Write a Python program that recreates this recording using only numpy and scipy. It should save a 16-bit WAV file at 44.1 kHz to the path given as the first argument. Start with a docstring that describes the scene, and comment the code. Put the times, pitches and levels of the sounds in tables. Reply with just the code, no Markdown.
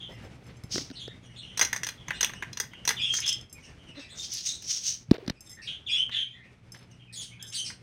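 """Small room with a ceiling fan humming: wavering motor hum plus coloured noise for the stirred air.
Caged parakeets warble, chirp and call: gliding sine whistles with overtones. One flutters (shaped hiss),
raps a plastic toy with its beak (noise bursts through broad modes) and rings a little bell (decaying sines).
The hand-held microphone is bumped (low swing and tick), fingers slide on it (rub and crackle noise),
and its housing creaks (two harmonics)."""
import sys
import numpy as np
from scipy import signal
from scipy.fft import rfft, irfft
from scipy.io import wavfile
from scipy.ndimage import uniform_filter1d

SR = 44100
rng = np.random.default_rng(int(sys.argv[2]) if len(sys.argv) > 2 else 0)


def store_pcm(level_fs):
    """Save levels as 16-bit WAV."""
    pcm = np.round(np.clip(level_fs, -1, 1) * 32767).astype(np.int16)
    wavfile.write(sys.argv[1], SR, np.atleast_2d(pcm).T)


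N = 344862


def gain_of(db):
    """Decibels to amplitude factor."""
    return 10 ** (np.asarray(db) / 20)


def evened(x):
    """Scales to rms 1."""
    return x / np.sqrt(np.mean(x ** 2) + 1e-20)


def read(points, hz):
    """Interpolates a table on a log-frequency axis."""
    f, value = np.transpose(points)
    return np.interp(np.log(hz + 1), np.log(f + 1), value)


def add(mix, start_s, sound):
    """Mixes a sound in at start_s."""
    part = mix[max(round(start_s * SR), 0):][:len(sound)]
    part += sound[:len(part)]


def played(rows):
    """Columns of a curve table at every sample."""
    s, *columns = np.transpose(rows)
    t = np.arange(s[0], s[-1], 1 / SR)
    return [np.interp(t, s, c) for c in columns]


def wander(count, smooth_s):
    """Random curve of rms 1: white noise smoothed twice."""
    size = max(round(smooth_s * SR), 1)
    once = uniform_filter1d(rng.standard_normal(count), size)
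    return evened(uniform_filter1d(once, size))


def resonate(x, hz, width_hz):
    """Resonance of gain 1: shifts hz down to zero, smooths, shifts back."""
    turn = np.exp(2j * np.pi * np.cumsum(hz * np.ones(len(x))) / SR)
    r = np.exp(-np.pi * width_hz / SR)
    return 2 * (turn * signal.lfilter([1 - r], [1, -r], x / turn)).real


def noise(spectrum, count):
    """Noise of rms 1 with the given colour."""
    z = rfft(rng.standard_normal(count))
    colour = gain_of(read(spectrum, np.fft.rfftfreq(count, 1 / SR)))
    return evened(irfft(z * colour, count))


def swell(length_s):
    """Level curve in dB of a short action, 0 in its middle and lower at both ends."""
    end_db = -6
    t = np.arange(0, length_s, 1 / SR)
    return end_db * (2 * t / length_s - 1) ** 2


# whistle overtones: multiple of the pitch, level/dB
WHISTLE_OVERTONES = [(2, -6.5), (3, -15), (4, -24)]
# microphone colour on the whistle overtones: f/Hz, level/dB
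MICROPHONE_COLOUR = [(4000, 7.5), (6400, -1.5), (7400, -6), (8600, 7), (9600, -4), (10800, -19.5),
                     (14000, -10.5)]


def note(length_s, db, first_hz, last_hz, over_db, rough, fade_db, warble):
    """A gliding whistle with overtones; roughness shakes its pitch, chops its level, adds an octave-down tone."""
    attack_s, onset_db, suboctave_db = 0.0053, -22, -14
    t = np.arange(0, length_s, 1 / SR)
    count = len(t)
    effort_db = db + onset_db * np.maximum(1 - t / attack_s, 0) + fade_db * t / length_s
    glide_hz = first_hz + (last_hz - first_hz) * t / length_s
    rough = np.clip(rough, 0, 1)
    # pitch deviation as a fraction
    shake = warble * wander(count, 0.01156) + 0.0094 * wander(count, 0.0046)
    shake += 0.32 * rough * wander(count, 0.00077)
    hz = glide_hz * (1 + shake)
    turns = np.cumsum(hz) / SR
    tone = np.sin(2 * np.pi * turns) + rough * gain_of(suboctave_db) * np.sin(np.pi * turns)
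    upper = sum(gain_of(k_db + read(MICROPHONE_COLOUR, k * hz)) * np.sin(2 * np.pi * k * turns)
                for k, k_db in WHISTLE_OVERTONES)
    chop = gain_of(0.5 * wander(count, 0.0075) + 9 * rough * wander(count, 0.00054))
    voice = evened(chop) * (tone + gain_of(over_db) * upper)
    return gain_of(effort_db) * voice * signal.windows.tukey(count, .15)


# warbled notes, faint to fairly loud: t/s, length/s, level/dB, first f/Hz, last f/Hz, overtone level/dB
WARBLED_NOTES = [(0.0, 0.068, -32.5, 3410, 3320, -18), (0.097, .09, -51, 2070, 1890, -22),
                 (0.124, 0.089, -55, 3090, 2610, -8), (0.193, 0.076, -54, 1640, 1760, -17),
                 (1.082, 0.063, -50.5, 1900, 2020, -15), (1.227, 0.048, -49.5, 3350, 3190, 2.5),
                 (1.28, 0.065, -56, 2100, 2170, -15), (1.295, 0.11, -52, 2880, 2800, -6),
                 (1.507, .06, -55, 2100, 2170, -15), (1.974, 0.045, -44, 3170, 3010, -22),
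                 (2.064, 0.056, -44, 3000, 2960, -12), (2.123, 0.13, -42, 2890, 2880, -5),
                 (2.129, 0.064, -39, 3690, 4130, -3), (2.334, 0.13, -46.5, 2864, 2890, -3),
                 (2.708, 0.16, -46, 3120, 3060, -24), (3.543, 0.097, -50, 2300, 2370, -21),
                 (3.622, 0.083, -47.5, 2750, 2640, -1), (3.66, 0.068, -55.5, 1750, 1590, -15),
                 (3.78, .07, -52, 3060, 2990, -8), (3.859, .12, -48, 2900, 2760, -8.5),
                 (3.949, 0.11, -51.5, 1860, 1867, 5.5), (3.989, 0.095, -44, 2650, 2670, -2),
                 (4.067, .1, -56, 1870, 1910, -2), (4.087, 0.11, -43.5, 3650, 3440, 1),
                 (4.18, 0.064, -32.5, 3440, 3480, 3), (4.464, 0.1, -31, 3780, 3830, -4),
                 (5.351, 0.063, -57.5, 2560, 2880, -1), (5.46, 0.057, -51, 3690, 3660, -8),
                 (5.498, .06, -55, 2030, 2050, -15), (5.568, 0.034, -40, 1870, 1844, -21.5),
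                 (5.614, 0.071, -42.5, 2500, 2590, -27), (5.924, .05, -45.5, 2170, 2130, -22),
                 (6.112, 0.081, -41, 1860, 1890, -19), (6.252, 0.13, -55.5, 2300, 2320, -14),
                 (6.297, .07, -46, 3230, 3200, -12), (6.326, 0.15, -50, 1950, 1787, -15.5),
                 (6.423, .025, -47, 2020, 2900, -15), (6.45, 0.083, -57, 2580, 2446, -18.5),
                 (6.899, 0.056, -56.5, 2700, 2900, 1), (6.994, .025, -44.5, 3260, 2400, -20),
                 (7.018, 0.055, -58, 3010, 3150, -18), (7.072, 0.043, -48, 2500, 2640, -20),
                 (7.102, 0.081, -58, 2000, 2090, -18), (7.255, 0.085, -47.5, 3250, 3130, 3),
                 (7.305, 0.12, -49.5, 2300, 2580, -19), (7.388, 0.094, -52.5, 1750, 1706, -14),
                 (7.393, 0.065, -37.5, 3430, 3380, -10), (7.504, 0.027, -44, 3300, 3280, 4)]


def warbles(bird):
    """Warbled notes: nearly clear voice, wavering pitch, dying away."""
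    for s, *row in WARBLED_NOTES:
        add(bird, s, note(*row, rough=0.08, fade_db=-15, warble=.06))


CHIRP_FADE_DB = -3.5  # holds, then stops
# chirped notes: t/s, length/s, level/dB, first f/Hz, last f/Hz, overtone level/dB, roughness 0-1
CHIRPED_NOTES = [(0.923, 0.031, -51, 2860, 3120, 1, 0.21), (0.951, 0.034, -37.5, 4410, 3740, -21, 0.21),
                 (0.991, 0.044, -35.5, 3222, 3482, -4.5, 0.14), (1.041, 0.078, -49, 3705, 3670, -10, 0.01),
                 (1.358, 0.018, -37.5, 3254, 3400, -6.5, 0.15), (1.369, 0.03, -39.5, 4270, 3530, -10, 0),
                 (1.411, 0.044, -43, 2890, 2993, -10, 0.21), (1.447, 0.15, -47, 3140, 3076, -9, 0.15),
                 (5.614, 0.047, -44, 5200, 3870, -6, 0.37), (5.67, .014, -23, 3920, 3040, -15, 0.18),
                 (5.699, .04, -34.5, 3130, 3450, -13, 0.21), (7.123, 0.029, -39, 4390, 4360, 2, 0.37),
                 (7.155, 0.0595, -36, 3284, 3275, 10.5, .1), (7.209, .025, -37, 4380, 4210, 3.5, 0.43),
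                 (7.519, 0.016, -34, 3195, 3330, 7, 0.38), (7.539, 0.029, -28.5, 5000, 3560, 1.5, 0.25),
                 (7.561, 0.051, -30.5, 3136, 3100, 6.5, 0.05), (7.64, 0.043, -45, 2810, 2676, 17, 0.33)]


def chirps(bird):
    """Chirped notes: steadier pitch, level nearly held, per-note roughness."""
    for s, *row in CHIRPED_NOTES:
        add(bird, s, note(*row, CHIRP_FADE_DB, warble=.025))


# notes of one contact call: t from call start/s, length/s, level re call/dB,
# first f/Hz, last f/Hz, overtone level/dB, roughness 0-1
CALL_NOTES = [(0, 0.024, -1, 3890, 2616, -18, 0.048), (.026, 0.026, -4.5, 2465, 2710, -4, 0.045),
              (0.049, 0.029, 8.5, 3350, 3533, -13.5, 0.058), (.075, 0.059, -8, 2600, 2895, -6.5, 0.13),
              (.105, .05, 4, 3070, 3180, -19.5, .02), (.248, 0.023, -2.5, 2750, 3420, -17, 0.378),
              (.27, .088, 1, 3423, 3206, -16.5, .12), (.28, 0.078, -15.5, 2847, 2916, -11.5, .2)]
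# calls: t/s, level/dB
CALL_TIMES = [(2.963, -26.5), (5.862, -24.5)]


def calls(bird):
    """The contact call: a fixed run of chirped notes."""
    for start_s, db in CALL_TIMES:
        for s, *row in CALL_NOTES:
            add(bird, start_s + s, gain_of(db) * note(*row, CHIRP_FADE_DB, warble=0.0284))


# wing strokes: t of top/s, level before rounding/dB, hiss centre f/Hz, rise/s
WING_STROKES = [(0.722, -33, 5130, 0.028), (0.751, -35, 5200, .05), (.8, -41.5, 5000, .05),
                (3.158, -32.5, 6460, 0.11), (3.27, -35, 6000, 0.032), (3.65, -59, 5800, 0.12),
                (4.001, -56, 4600, 0.078), (4.187, -40, 6550, .05), (4.235, -39.5, 5170, .07),
                (4.33, -35, 5630, 0.075), (4.375, -38, 4700, .07), (4.465, -31, 6100, 0.07),
                (4.5, -38, 6330, 0.056), (4.71, -30.5, 5750, 0.14), (4.769, -36.5, 5800, 0.082),
                (4.88, -29, 5900, 0.13)]
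# feather hiss colour: f/Hz, level/dB
FEATHER_COLOUR = [(470, -76.5), (800, -46), (1130, -34.5), (2630, -18), (3090, -14), (4320, -13),
                  (5890, -10), (6590, -9), (7270, -23.5), (8440, -19.5), (11100, -34.5), (15500, -32)]


def stroke(top_s, db, hz, rise_s):
    """Grainy feather hiss with one bright band; rises to the top of the stroke and dies away."""
    depth_db, fall_db_per_s, round_s = 40, 247, 0.023
    t = np.arange(-rise_s, depth_db / fall_db_per_s, 1 / SR)
    level_db = db + np.minimum(depth_db * t / rise_s, -fall_db_per_s * t)
    level_db = uniform_filter1d(level_db, max(round(round_s * SR), 1))  # soft top
    hiss = noise(FEATHER_COLOUR, len(t)) * gain_of(2.2 * wander(len(t), .004))
    hiss = evened(hiss + 3.8 * resonate(hiss, hz, 1200))
    return top_s - rise_s, gain_of(level_db) * hiss


# beak on the toy: t/s, dry peak/dB, low-mode trim/dB (10 dB is added to it)
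BEAK_RAPS = [(1.574, -18.5, -19.5), (1.594, -11, -9.5), (1.612, -6, -10), (1.624, -13, -9),
             (1.648, -17, -56), (1.729, -13, -4), (1.762, -18, -10), (1.833, -18.5, -13.5),
             (1.867, -21.5, -14.5), (1.888, -21, -17.5), (2.083, -23, -1.5), (2.106, -17.5, 11),
             (2.208, -12.5, -17.5), (2.229, -10, -11.5), (2.246, -9, -17), (2.273, -36, -5),
             (2.295, -29, 2), (2.335, -26, 1), (2.424, -21.5, 13), (2.53, -27, -19), (2.572, -21.5, -12),
             (2.6, -15, -15), (2.637, -41, -4), (2.733, -35.5, 6), (2.852, -20, -14.5), (2.876, -11, -14),
             (2.89, -8.5, -14.5), (2.905, -17, -5), (3.139, -18.5, -17), (3.186, -27, -5),
             (3.263, -22.5, -24), (3.275, -23.5, -15), (3.291, -17, -35), (4.623, -32, -24.5),
             (6.093, -34.5, 15), (6.746, -38, -1), (6.914, -48, -31), (7.702, -33, 2)]
# toy modes: f/Hz, width of the first of two passes/Hz, level/dB
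TOY_MODES = [(506, 370, -18), (984, 125, -5.5), (1187, 585, -6.5), (1643, 300, -8), (1830, 524, 3.5),
             (2104, 8, -13.5), (2710, 810, -3), (3290, 260, -3.5), (4090, 72, 3), (5130, 349, 1),
             (5903, 524, 6.5), (6280, 147, 7), (8200, 1070, -11), (11060, 4800, -25.5),
             (13100, 1200, -31.5)]


def rap(db, low_db):
    """A few milliseconds of crack and a short rattle through the broad modes of hollow plastic."""
    t = np.arange(3000) / SR
    crack = rng.standard_normal(len(t)) * gain_of(-60 * t / 0.029) * np.minimum(t / 0.00041, 1)
    # the loose toy rattles on for a moment
    rattle_db = -10.5 - 60 * t / 0.068 + 5.6 * wander(len(t), 0.001375)
    crack += gain_of(rattle_db) * rng.standard_normal(len(t))
    # each blow lands on another spot
    spots_db = rng.normal(0, 2.5, len(TOY_MODES))
    ring = np.zeros(len(t))
    for (hz, width_hz, mode_db), spot_db in zip(TOY_MODES, spots_db):
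        level_db = mode_db + spot_db + (low_db + 10) * (hz < 2400)
        ring += gain_of(level_db) * resonate(resonate(crack, hz, width_hz), hz, 3 * width_hz)
    return gain_of(db) * ring / abs(ring).max()


# bell modes: f/Hz
BELL_MODE_HZ = [2040, 5210, 5255, 6297, 7510, 8220, 10500, 10820, 11100, 11820, 12500, 14170]
# bell modes, same order: level/dB, t60 before the ring factor/s
BELL_MODES = [(-28.5, 0.22), (10, 0.11), (0.5, .12), (7.5, 0.096), (3, 0.14), (1.5, 0.065), (2, 0.086),
              (-26, 0.058), (-8, 0.076), (-7, 0.12), (-15, .06), (-7, 0.081)]


def struck(blows, spots_db, ring):
    """Blows ring the thin metal modes of the bell; the spot struck favours some of them."""
    out = np.zeros(len(blows))
    t = np.arange(10000) / SR
    for hz, (db, t60_s), spot_db in zip(BELL_MODE_HZ, BELL_MODES, spots_db):
        decay_db = -60 * t / (t60_s * max(ring, .2))
        mode = gain_of(db + spot_db + decay_db) * np.sin(2 * np.pi * hz * t)
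        mode *= np.minimum(t / .001, 1)
        out += signal.fftconvolve(blows, mode)[:len(blows)]
    return out


# single bell blows: t/s, dry peak/dB, ring factor on t60, tilt/(dB/octave)
BELL_BLOWS = [(0.636, -42, 0.69, 5), (2.603, -39.5, 0.62, -40), (2.907, -34, 0.87, -42),
              (3.168, -28, .5, -6), (3.203, -21, 0.33, 2), (3.263, -32, .5, -7),
              (3.2775, -16.5, 0.67, -11.5), (3.327, -19, 0.6, -11), (3.4111, -37.5, 0.33, -4),
              (3.4965, -48, 0.97, -5), (3.527, -32.5, 0.72, 11), (4.335, -28, 1, 7),
              (5.4064, -35.5, 0.56, 7), (5.5134, -39, 0.7, -4), (6.72, -34, 0.66, 0),
              (7.4255, -27.5, 0.31, 4)]


def bell(db, ring, tilt_db):
    """One clear blow; a dull one favours the low modes."""
    tilt = tilt_db * np.log2(np.array(BELL_MODE_HZ) / 6000)
    spots_db = rng.normal(0, 2, len(BELL_MODES)) + tilt
    modes = struck(signal.unit_impulse(10000), spots_db, ring)
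    return gain_of(db) * modes / abs(modes).max()


# loose clapper chattering on the bell: t/s, length/s, relative drive/dB
CLAPPER_BOUTS = [(0.1, 0.054, -63.5), (0.22, 0.048, -65.5), (.33, 0.039, -77), (0.43, 0.06, -67.5),
                 (0.555, 0.023, -67.5), (3.279, 0.027, -38), (5.41, 0.064, -61), (5.46, .1, -52.5),
                 (6.73, 0.1, -67), (7.43, 0.085, -54.5)]


def jingle(length_s, db):
    """Many faint blows in quick, uneven succession keep the modes sounding."""
    blows_per_s = 400
    level_db = db + swell(length_s)
    blows = gain_of(level_db) * rng.standard_normal(len(level_db))
    blows *= rng.random(len(level_db)) < blows_per_s / SR
    spots_db = rng.normal(0, 1.8, len(BELL_MODES))
    return gain_of(-9.0) * struck(np.pad(blows, (0, 8000)), spots_db, ring=0.52)


# bumps on the microphone housing: t/s, swing peak/dB, swing f/Hz, t60/s (at least 0.005), tick peak/dB
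HOUSING_BUMPS = [(0.636, -29, 113, 0.0067, -39), (0.741, -32.5, 202, 0.041, -44),
                 (0.757, -29.5, 370, 0.049, -21.5), (.78, -35, 248, .02, -16.5),
                 (0.813, -36, 275, 0.045, -55), (.901, -33.5, 257, 0.041, -34),
                 (.912, -35, 254, 0.018, -36.5), (1.078, -30, 433, 0.013, -32),
                 (5.084, -31, 128, 0.058, -61), (5.111, -0.5, 238, 0.012, -17.5),
                 (5.141, -30.5, 397, 0.031, -33), (5.181, -33.5, 454, 0.032, -40),
                 (5.224, -39.5, 387, 0.093, -62), (5.263, -42, 338, 0.026, -38),
                 (5.278, -20.5, 233, 0.017, -22), (5.2975, -20.5, 172, 0.013, -17)]
# tick colour: f/Hz, level/dB
TICK_COLOUR = [(500, 3), (1000, -10.5), (1800, 0), (2600, -13.5), (3800, -1.5), (5500, -4.5), (7000, -21.5),
               (15500, -33.5)]


def bump(db, hz, t60_s, tick_db):
    """A dry tick, and a low push that builds over most of one swing and dies."""
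    t = np.arange(6000) / SR
    late_s = np.maximum(t - .0013, 0)  # the push follows the tick
    top_s = .85 / hz
    rise = np.minimum(late_s / top_s, 1) ** 1.3
    fall = gain_of(-60 * np.maximum(late_s - top_s, 0) / max(t60_s, .005))
    swing = -np.sin(2 * np.pi * hz * late_s) * rise * fall
    tick = noise(TICK_COLOUR, len(t)) * gain_of(-60 * t / 0.017) * np.minimum(t / 0.0012, 1)
    return gain_of(db) * swing / abs(swing).max() + gain_of(tick_db) * tick / abs(tick).max()


# fingers sliding on the housing: t/s, length/s, mid-slide rub level/dB, mid-slide crackle level/dB
FINGER_SLIDES = [(0.087, 0.059, -50, -70), (0.22, 0.067, -52, -73), (0.377, .06, -57.5, -85),
                 (0.483, 0.042, -60, -57), (3.945, 0.1, -62, -54.5), (4.12, 0.083, -60, -57.5),
                 (5.126, 0.045, -43, -45.5), (5.175, 0.087, -54.5, -62), (5.27, 0.057, -57, -56),
                 (6.741, 0.033, -57, -55), (6.774, 0.083, -66, -62)]
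# rub colour: f/Hz, level/dB
RUB_COLOUR = [(150, -22), (300, -9.5), (500, -7.5), (800, -14), (1200, -25), (3000, -25), (8000, -47)]
# crackle colour: f/Hz, level/dB
CRACKLE_COLOUR = [(400, -27.5), (1000, -6), (2000, -2.5), (4500, -7.5), (6500, -34), (15500, -62.5)]


def slide(length_s, rub_db, crackle_db):
    """Skin drags with a low rub and a fine crackle."""
    shape_db = swell(length_s)
    count = len(shape_db)
    rub = gain_of(rub_db + 2.4 * wander(count, 0.0046)) * noise(RUB_COLOUR, count)
    crackle = gain_of(crackle_db + 2.7 * wander(count, 0.00087)) * noise(CRACKLE_COLOUR, count)
    return (rub + crackle) * gain_of(shape_db) * signal.windows.tukey(count, .1)


# housing creaks: t/s, length/s, level/dB, mean slip rate f/Hz, second harmonic re first/dB
HOUSING_CREAKS = [(3.955, .068, -41, 288, -7)]


def creak(length_s, db, hz, second_db):
    """Quick, nearly regular slips of plastic on plastic."""
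    size = round(length_s * SR)
    turns = np.cumsum(hz * (1 + 0.04 * wander(size, 0.009))) / SR
    slips = np.cos(2 * np.pi * turns) + gain_of(second_db) * np.cos(4 * np.pi * turns)
    return gain_of(db) * np.hanning(size) * slips


# fan as the microphone moves about the room: t/s, air level/dB, hum level/dB
FAN_LEVELS = [(0.0, -49.5, -53.5), (0.6, -53, -52.5), (0.8, -49.5, -65), (1.1, -54.5, -50),
              (1.7, -51.5, -52), (2.1, -50, -64.5), (2.5, -50.5, -54.5), (3.4, -53, -56), (3.5, -52.5, -75),
              (3.85, -52.5, -83), (4.4, -55, -67), (5.1, -57.5, -55), (5.4, -58, -76), (6.1, -55.5, -55),
              (6.4, -58, -58.5), (7.2, -56, -51), (7.82, -55.5, -57.5)]
# air colour: f/Hz, level/dB
AIR_COLOUR = [(12, -49), (20, -9.5), (122, -7), (259, -15.5), (597, -24.5), (725, -25.5), (1010, -29.5),
              (1340, -28.5), (1770, -30.5), (2150, -27), (4430, -38.5), (6020, -39), (7110, -45.5),
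              (9130, -46.5), (15500, -67.5)]
# hum partials: multiple of the hum pitch, level/dB
HUM_PARTIALS = [(1, 0), (1.5, -9), (2, -14)]


def fan():
    """Stirred air that swells a little, and the wavering hum of the motor windings."""
    hum_hz, waver_hz = 120, 2.5
    air_db, hum_db = (np.resize(c, N) for c in played(FAN_LEVELS))
    air = gain_of(air_db + 2.4 * wander(N, 0.031)) * noise(AIR_COLOUR, N)
    turns = np.cumsum(hum_hz + waver_hz * wander(N, .04)) / SR
    hum = np.zeros(N)
    for k, db in HUM_PARTIALS:
        hum += gain_of(db + 3 * wander(N, .03)) * np.sin(2 * np.pi * k * turns)
    return air + gain_of(hum_db) * hum


# room decay: f/Hz, t60/s
ROOM_DECAY = [(300, 0.2), (2000, 0.31), (6000, 0.2), (14000, 0.23)]


def room(x):
    """Sparse taps of random sign, each band dying at its own speed."""
    taps = np.zeros(SR // 2)
    at = np.arange(200, len(taps) - 20, 20)
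    taps[at + rng.integers(0, 20, len(at))] = rng.choice([-1., 1.], len(at))
    hz, t, z = signal.stft(taps, SR, nperseg=256)
    decay = gain_of(-60 * t / read(ROOM_DECAY, hz)[:, None])
    tail = signal.istft(z * decay, SR, nperseg=256)[1]
    return signal.fftconvolve(x, tail / np.linalg.norm(tail))[:N]


def scene():
    """Birds across the room, heard mostly by their echoes; handling reaches the microphone directly."""
    bird, wing, toys, near = np.zeros((4, N))
    warbles(bird)
    chirps(bird)
    calls(bird)
    for row in WING_STROKES:
        add(wing, *stroke(*row))
    for mix, rows, source in [(toys, BEAK_RAPS, rap), (toys, BELL_BLOWS, bell), (toys, CLAPPER_BOUTS, jingle),
                              (near, HOUSING_BUMPS, bump), (near, FINGER_SLIDES, slide),
                              (near, HOUSING_CREAKS, creak)]:
        for s, *row in rows:
            add(mix, s, source(*row))
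    echoes = room(bird + gain_of(-4) * wing + gain_of(-10) * toys)
    direct = gain_of(-8) * bird + gain_of(4.0) * wing + toys
    return (direct + echoes + near + fan())[None]


def record(dry):
    """The small microphone drops the deep bass; then the band limit."""
    low_cut_hz, edge_hz = 50, 15900
    dry = signal.sosfilt(signal.butter(2, low_cut_hz, "high", fs=SR, output="sos"), dry)
    low_pass = signal.firwin(511, edge_hz, window=("kaiser", 9), fs=SR)
    return signal.oaconvolve(dry, low_pass[None], "same")


dry = scene()
out = record(dry)
store_pcm(out)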